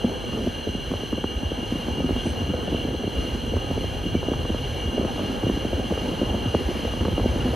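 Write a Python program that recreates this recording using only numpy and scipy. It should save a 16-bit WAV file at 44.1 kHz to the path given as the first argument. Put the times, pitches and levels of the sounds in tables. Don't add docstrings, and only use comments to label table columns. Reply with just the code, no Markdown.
import sys
import numpy as np
from scipy import signal
from scipy.fft import rfft, irfft, next_fast_len
from scipy.io import wavfile
from scipy.ndimage import uniform_filter1d, map_coordinates

SR = 44100
rng = np.random.default_rng(int(sys.argv[2]) if len(sys.argv) > 2 else 0)


def file_out(sig):
    cols = np.atleast_2d(sig).T
    lim = np.clip(cols, -1, 1)
    pcm = np.round(lim * 32767).astype(np.int16)
    wavfile.write(sys.argv[1], SR, pcm)


def elevation(decibels):
    levels = np.asarray(decibels, float)
    return 10 ** (levels / 20)


N = 332955


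def unit(x):
    return x / np.sqrt(np.mean(x ** 2) + 1e-20)


def along(points, hz):
    f, v = np.transpose(points)
    return np.interp(np.log(hz + 1), np.log(f + 1), v)


def curves(rows):
    s, *columns = np.transpose(rows)
    return [np.interp(np.arange(N) / SR, s, column) for column in columns]


def wobble(rate):
    knots = rng.standard_normal(int(N * 200 / SR) + 4)
    return map_coordinates(knots, [np.arange(N) * rate / SR])


def filtered(x, response):
    m = next_fast_len(N + SR // 2)
    return irfft(rfft(x, m) * response(np.fft.rfftfreq(m, 1 / SR)), m)[..., :N]


def noise(gain, patchy_db, channels=1):
    z = signal.stft(rng.standard_normal((channels, N)), nperseg=512)[2]
    field = uniform_filter1d(rng.standard_normal(z.shape[1:]), size=4, axis=0)
    field = uniform_filter1d(field, size=10, axis=1)
    patchy = signal.istft(z * elevation(patchy_db * unit(field)), nperseg=512)[1][:, :N]
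    return unit(filtered(patchy, gain))


def hump(hz, centre, width):
    return 1 / (1 + (2 * (hz - centre) / width) ** 2)


# (time [s], buffeting level [dB], rolling level [dB])
DRIVE = [(0.0, -38, -33), (.5, -39.5, -33.5), (1.01, -40, -37.5), (1.6, -41, -34), (2.08, -35.5, -33.5),
         (2.9, -38, -33), (3.3, -36.5, -33), (3.7, -36, -34), (4.5, -34, -34.5), (4.84, -38, -33),
         (5.28, -37, -30.5), (5.57, -38.5, -33), (6.2, -35.5, -30), (6.8, -40.5, -32.5), (7.15, -31.5, -31),
         (7.55, -30.5, -30)]
# (frequency [Hz], level per Hz [dB])
BODY_COLOUR = [(53, -72), (90, -6.5), (156, -21), (249, -3.5), (408, -3), (512, -6.5), (609, -10),
               (1340, -20.5), (1620, -20), (1870, -33), (2200, -45), (2860, -23), (4840, -120)]
# (frequency [Hz], width [Hz], lift [dB])
BODY_BOOMS = [(238.3, 13, 8), (501, 41, 5), (838, 210, 6)]


def rolling():
    def body(hz):
        booms_db = sum(db * hump(hz, centre, width) for centre, width, db in BODY_BOOMS)
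        return elevation(along(BODY_COLOUR, hz) + booms_db)

    rolling_db = curves(DRIVE)[1]
    return elevation(rolling_db - 1.5 + 0.8 * wobble(18)) * noise(body, patchy_db=1.5)


# (time [s], wheel ring level [dB], hiss level [dB])
WHINE = [(0.0, -37.5, -62.5), (7.08, -37.5, -58.5), (7.55, -38.5, -56.5)]
WHEEL_PITCHES = [1560, 1650, 1780, 2300, 2770, 2830, 2851, 2960, 3110, 3153, 3250, 3340, 4050, 4147, 4140,
                 4250, 6000, 6120, 6050, 8295, 8300, 8950, 12440]
# (width [Hz], level [dB])
WHEEL_MODES = [(120, -18.5), (70, -16), (40, -19), (140, -20), (64.8, -14.5), (70, -4.5), (13.1, 3),
               (129, -11), (240, -11), (38, -11), (90, -19.5), (90, -15.5), (107, -19.5), (17.28, -13.5),
               (111.11, -19), (106, -18), (110, -23), (150, -23), (550, -26.5), (210, -36), (600, -25),
               (100, -28), (200, -26.5)]
# (frequency [Hz], level per Hz [dB])
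HISS_COLOUR = [(700, 10.5), (1150, 19.5), (1400, 7), (2000, 15), (3700, 10), (4600, 7), (5500, 4.5),
               (7000, 1), (9200, 2.5), (10500, -3), (11600, 2.5), (12700, -6), (13100, 4), (13700, -17)]


def wheels(channels):
    def modes(hz):
        rings = zip(WHEEL_PITCHES, WHEEL_MODES)
        return np.sqrt(sum((elevation(db) * hump(hz, pitch, width)) ** 2 for pitch, (width, db) in rings))

    ring_db, hiss_db = curves(WHINE)
    ring = elevation(-0.03 + 0.4 * wobble(17)) * noise(modes, patchy_db=0.1, channels=channels)
    hum_hz, hum_width_hz, hum_db = 1256, 9, -19
    hum = elevation(hum_db) * noise(lambda hz: hump(hz, hum_hz, hum_width_hz), 0, channels=channels)
    air = noise(lambda hz: elevation(along(HISS_COLOUR, hz)), 0.83, channels=channels)
    hiss = elevation(hiss_db + 15 + 1.3 * wobble(5)) * air
    return elevation(ring_db) * (squealing(ring) + hum) + hiss


# (frequency [Hz], level per Hz [dB])
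DIFFUSE_COLOUR = [(29, -32), (50, -13), (81, -2), (200, -7), (236, 1), (362, -21), (513, -4), (798, -13),
                  (1610, -15.5), (1900, -32.5), (2470, -64), (4180, -120)]
# (frequency [Hz], level per Hz [dB])
BUFFET_COLOUR = [(12, -51), (20, -36), (43, 7.5), (64, 7), (135, 3), (200, -10), (260, -63), (440, -120)]


def surround():
    buffet_db, rolling_db = curves(DRIVE)
    far = noise(lambda hz: elevation(along(DIFFUSE_COLOUR, hz)), patchy_db=-2.5)
    far = elevation(0.47 * rolling_db - 26.5 + 0.88 * wobble(7)) * far
    gusts = noise(lambda hz: elevation(along(BUFFET_COLOUR, hz)), patchy_db=1.0)
    return far + elevation(buffet_db - 9.5 + 2.6 * wobble(8)) * gusts


def slipstream():
    buffet_db, rolling_db = curves(DRIVE)
    lumps = elevation(1.2 * wobble(9))
    gusts = unit(lumps * noise(lambda hz: elevation(along(BUFFET_COLOUR, hz)), patchy_db=0.7))
    low = elevation(buffet_db + 4.17) * gusts + thumps()

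    sweep_cycles = 1.2
    strong = elevation(-2.45) * chirps(pops(), sweep_cycles)
    # time [s], then thud, core and bite levels [dB]
    weak_rows = rng.uniform(size=(400, 4)) * [N / SR, 14, 14, 12] - [0, 5, 8.5, 13]
    weak = elevation(rolling_db - 2.0 + 1.2 * wobble(7)) * unit(chirps(weak_rows, sweep_cycles))
    return low + strong + weak


# (frequency [Hz], width [log units])
POP_PARTS = [(232, 0.34), (430, 0.33), (790, 0.44)]


def chirps(rows, cycles):
    s, *levels_db = np.transpose(rows)
    first_cycles, spread_cycles = [[0], [-1], [1]], [[0], [-1.44], [2.223]]
    main_size, largest_size = [[1], [0], [0]], [[0], [0.69], [0.55]]
    out = np.zeros(N)
    for (centre, width), band_db in zip(POP_PARTS, levels_db):
        late, turns, size = rng.uniform(size=(len(s), 3, 3)).T
        push_s = s + (late * spread_cycles + first_cycles) / centre
        at = np.clip(push_s * SR, 0, N - 1).astype(int)
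        push = np.exp(2j * np.pi * turns) * (size * largest_size + main_size)

        def sweep(hz):
            bell = -.5 * (np.log(hz / centre + 1e-9) / width) ** 2
            return np.exp(bell - 2j * np.pi * cycles * np.log(hz + 1))

        peak = SR / (5 * centre * width)
        for part, turn in ((push.real, 1), (push.imag, 1j)):
            pushes = np.bincount(at.ravel(), (part * elevation(band_db) * peak).ravel(), N)
            out += filtered(pushes, lambda hz: turn * sweep(hz))
    delay = round(cycles / 450 * SR)
    return np.pad(filtered(out, body_ring)[delay:], (0, delay))


def body_ring(hz):
    centre, width, _ = BODY_BOOMS[0]
    damping = 1j * hz * width
    return 1 + 0.61 * damping / (centre ** 2 - hz ** 2 + damping)


# (time [s], peak level [dB])
THUD_EDDIES = [(.05, -12.5), (0.04, -24), (.376, -19.5), (0.692, -17), (.75, -13.5), (1.432, -13.5),
               (1.63, -18), (1.723, -12.5), (1.757, -13.5), (1.982, -15.5), (2.044, -10.5), (2.108, -13),
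               (2.418, -18.5), (2.501, -12.5), (2.726, -13.5), (2.851, -15), (3.522, -18), (4.064, -13.5),
               (4.152, -8.5), (5.235, -16.5), (4.996, -15), (5.437, -12.5), (5.574, -13.5), (5.914, -14),
               (5.965, -31), (6.231, -11), (6.459, -14.5), (6.689, -15.5), (7.022, -20.5), (7.451, -14)]
# (time [s], peak level [dB], thud against the peak [dB])
KNOCK_EDDIES = [(.474, -13, 1), (.046, -12, 0), (0.674, -16.5, -1.5), (1.035, -17, -3), (1.519, -17, 0),
                (2.006, -17, 2), (2.267, -16, 3.5), (2.681, -13.5, -2.5), (7.245, -15, -8),
                (2.747, -14.5, -0.5), (6.136, -18.5, 0), (2.95, -16, -2), (3.042, -15.5, -1.5),
                (3.078, -17, 0.5), (2.889, -19, -6), (3.541, -13.5, -16), (3.779, -13, -6),
                (3.844, -16, -1), (4.287, -12, -6.5), (4.982, -10.5, -21), (5.014, -14, -16),
                (5.469, -13.5, 2), (5.652, -14.5, -1), (5.733, -12, -6.5), (5.799, -15, -4),
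                (5.925, -11.5, -12), (6.347, -11.5, -5), (6.715, -15.5, -20), (7.26, -10.5, -1.5),
                (7.469, -16.5, -5)]
# (time [s], peak level [dB], thud against the peak [dB], bite against the peak [dB])
SNAP_EDDIES = [(0.917, -18, 4, -3), (.94, -15, -15, -6), (1.131, -17, 3.5, -3), (1.182, -17.5, -1.5, -8),
               (1.243, -13, -1.5, -3), (1.885, -19.5, 5, -7), (2.095, -13, -9, -9), (2.165, -16.5, 1, -9),
               (2.543, -13, -6, -12), (3.569, -16, -0.5, -5), (3.712, -14, 0, -14), (4.232, -14, -16, -5),
               (4.318, -13.5, -2, -15), (4.339, -17, -16, 0.5), (4.454, -18, -20, -5),
               (4.502, -16.5, 3, -9), (4.547, -17.5, 0, -6), (5.051, -15, 2.5, -9), (5.195, -16, -6, -6),
               (5.499, -15.5, 4, -6), (5.978, -14, -14, -6), (6.216, -13, 1.5, -17),
               (6.55, -6.5, -4.5, -5.5), (6.853, -13, -5, -13), (6.939, -16.5, -2, -8),
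               (7.055, -13, -9, -2.5), (7.084, -15.5, 1.5, -5), (7.181, -12, -5, -9), (7.2, -14.5, -1, -5),
               (7.36, -21, 7.5, -5)]


def pops():
    thuds = [(s, db, db - 8.5, db - 20) for s, db in THUD_EDDIES]
    knocks = [(s, db + weight_db, db, db - 24) for s, db, weight_db in KNOCK_EDDIES]
    snaps = [(s, db + weight_db, db, db + edge_db) for s, db, weight_db, edge_db in SNAP_EDDIES]
    return thuds + knocks + snaps


# (time [s], peak level [dB], pitch [Hz])
THUMP_EDDIES = [(.384, -28, 99), (.701, -19.5, 76), (0.964, -20, 82), (1.37, -16, 63), (1.466, -16, 76),
                (1.925, -23, 85), (2.138, -18, 69), (2.315, -17.5, 70), (2.43, -14.5, 94), (2.506, -18, 84),
                (2.571, -28, 83), (3.03, -31, 60), (3.19, -12.5, 64.5), (3.336, -18.5, 66),
                (3.56, -13.5, 88), (3.677, -20, 73), (4.163, -22.5, 76), (4.411, -15, 76), (4.527, -20, 82),
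                (4.874, -17.5, 82), (5.45, -17, 107), (5.757, -19, 85), (6.311, -16, 68.6),
                (6.482, -13.5, 104), (6.667, -14.5, 65.4), (6.909, -25, 59), (7.018, -14, 83),
                (7.142, -16, 71), (7.216, -14, 80), (7.308, -13, 70)]


def thumps():
    wake_s, wake_db, wake_hz = 0.0137, -9, 82
    wakes = [(s + wake_s, db + wake_db, wake_hz) for s, db, *_ in KNOCK_EDDIES + SNAP_EDDIES]
    rows = THUMP_EDDIES + wakes
    half = 2000
    out, t = np.zeros(N + SR), np.arange(-half, half) / SR
    draws = rng.uniform(size=(len(rows), 2)) * [1, 7] + [0, 7]
    for (s, db, hz), (turns, ms) in zip(rows, draws):
        bell = np.exp(-.5 * (1000 * t / ms) ** 2)
        swing = bell * np.sin(2 * np.pi * (hz * t * (1 - 6 * t) + turns))
        out[round(s * SR):][:len(t)] += elevation(db - 4.0) * swing
    return out[half:][:N]


# (time [s], half length [s], lift [dB], pitch [Hz], reach [Hz])
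SQUEALS = [
    (2.28, 0.041, 6, 6050, 1100),
    (2.28, .04, 12, 8300, 900),
    (2.2, 0.034, 11, 3280, 250),
    (4.16, 0.055, 10.5, 2300, 200),
    (4.8, .04, 11, 2300, 200),
    (2.775, 0.086, 5.5, 2770, 440),
]


def squealing(ring):
    hz, t, z = signal.stft(ring, SR, nperseg=512)
    lift_db = 0
    for s, half_s, db, pitch, reach in SQUEALS:
        lift_db = lift_db + db * np.outer(hump(hz, pitch, reach), np.exp(-((t - s) / half_s) ** 2))
    return signal.istft(z * elevation(lift_db), SR, nperseg=512)[1][:, :N]


# (frequency [Hz], phase [radians])
PORT_LEAD = [(100, .15), (600, .6), (1130, 1.7), (1350, .9), (1500, -.4), (2000, .1), (2830, .3),
             (3600, .1), (4200, .22), (5100, .3), (5200, .95), (5750, 1.1), (6300, .45), (7350, .9),
             (7420, -1.6), (7850, -np.pi), (8300, -3.6), (8750, -np.pi), (9000, -3.9), (10300, -5.9),
             (11650, -7.4), (12700, -8.7), (13000, -3 * np.pi)]


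def scene():
    ports = lambda hz: np.exp(np.outer([-.5j, .5j], along(PORT_LEAD, hz)))
    train = filtered(rolling() + wheels(channels=1), ports)
    wind = slipstream() * elevation([[-.1], [.1]])
    return train + wind + elevation(-13) * wheels(channels=2) + [[1], [-1]] * surround()


def roll_off(x):
    return signal.sosfilt(signal.butter(12, 13760, fs=SR, output="sos"), x)


# (lowest frequency [Hz], highest frequency [Hz])
MONO_BANDS = [(1950, 2550), (3480, 3980), (6330, 6880), (10350, 11700), (13100, 14000)]


def record(dry):
    both = [dry[0] + dry[1], dry[0] - dry[1]]
    hz, t, (mid, side) = signal.stft(both, SR, nperseg=1024, boundary="even")
    power = uniform_filter1d(np.abs([mid, side]) ** 2, size=5, axis=1)
    power = uniform_filter1d(power, size=3, axis=2)

    least_db = -27 + 7.5 * ((hz > 3400) & (hz < 5100))
    strong = (power[1] > elevation(least_db)[:, None] * power[0]) | (hz[:, None] < 1800)
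    wide = ~np.any([(hz > lo) & (hz < hi) for lo, hi in MONO_BANDS], axis=0)
    kept = [mid * (hz < 12860)[:, None], side * strong * wide[:, None]]
    mid, side = signal.istft(kept, SR, nperseg=1024)[1][:, :N] / 2
    return roll_off(np.array([mid + side, mid - side]))


dry = scene()
out = record(dry)
file_out(out)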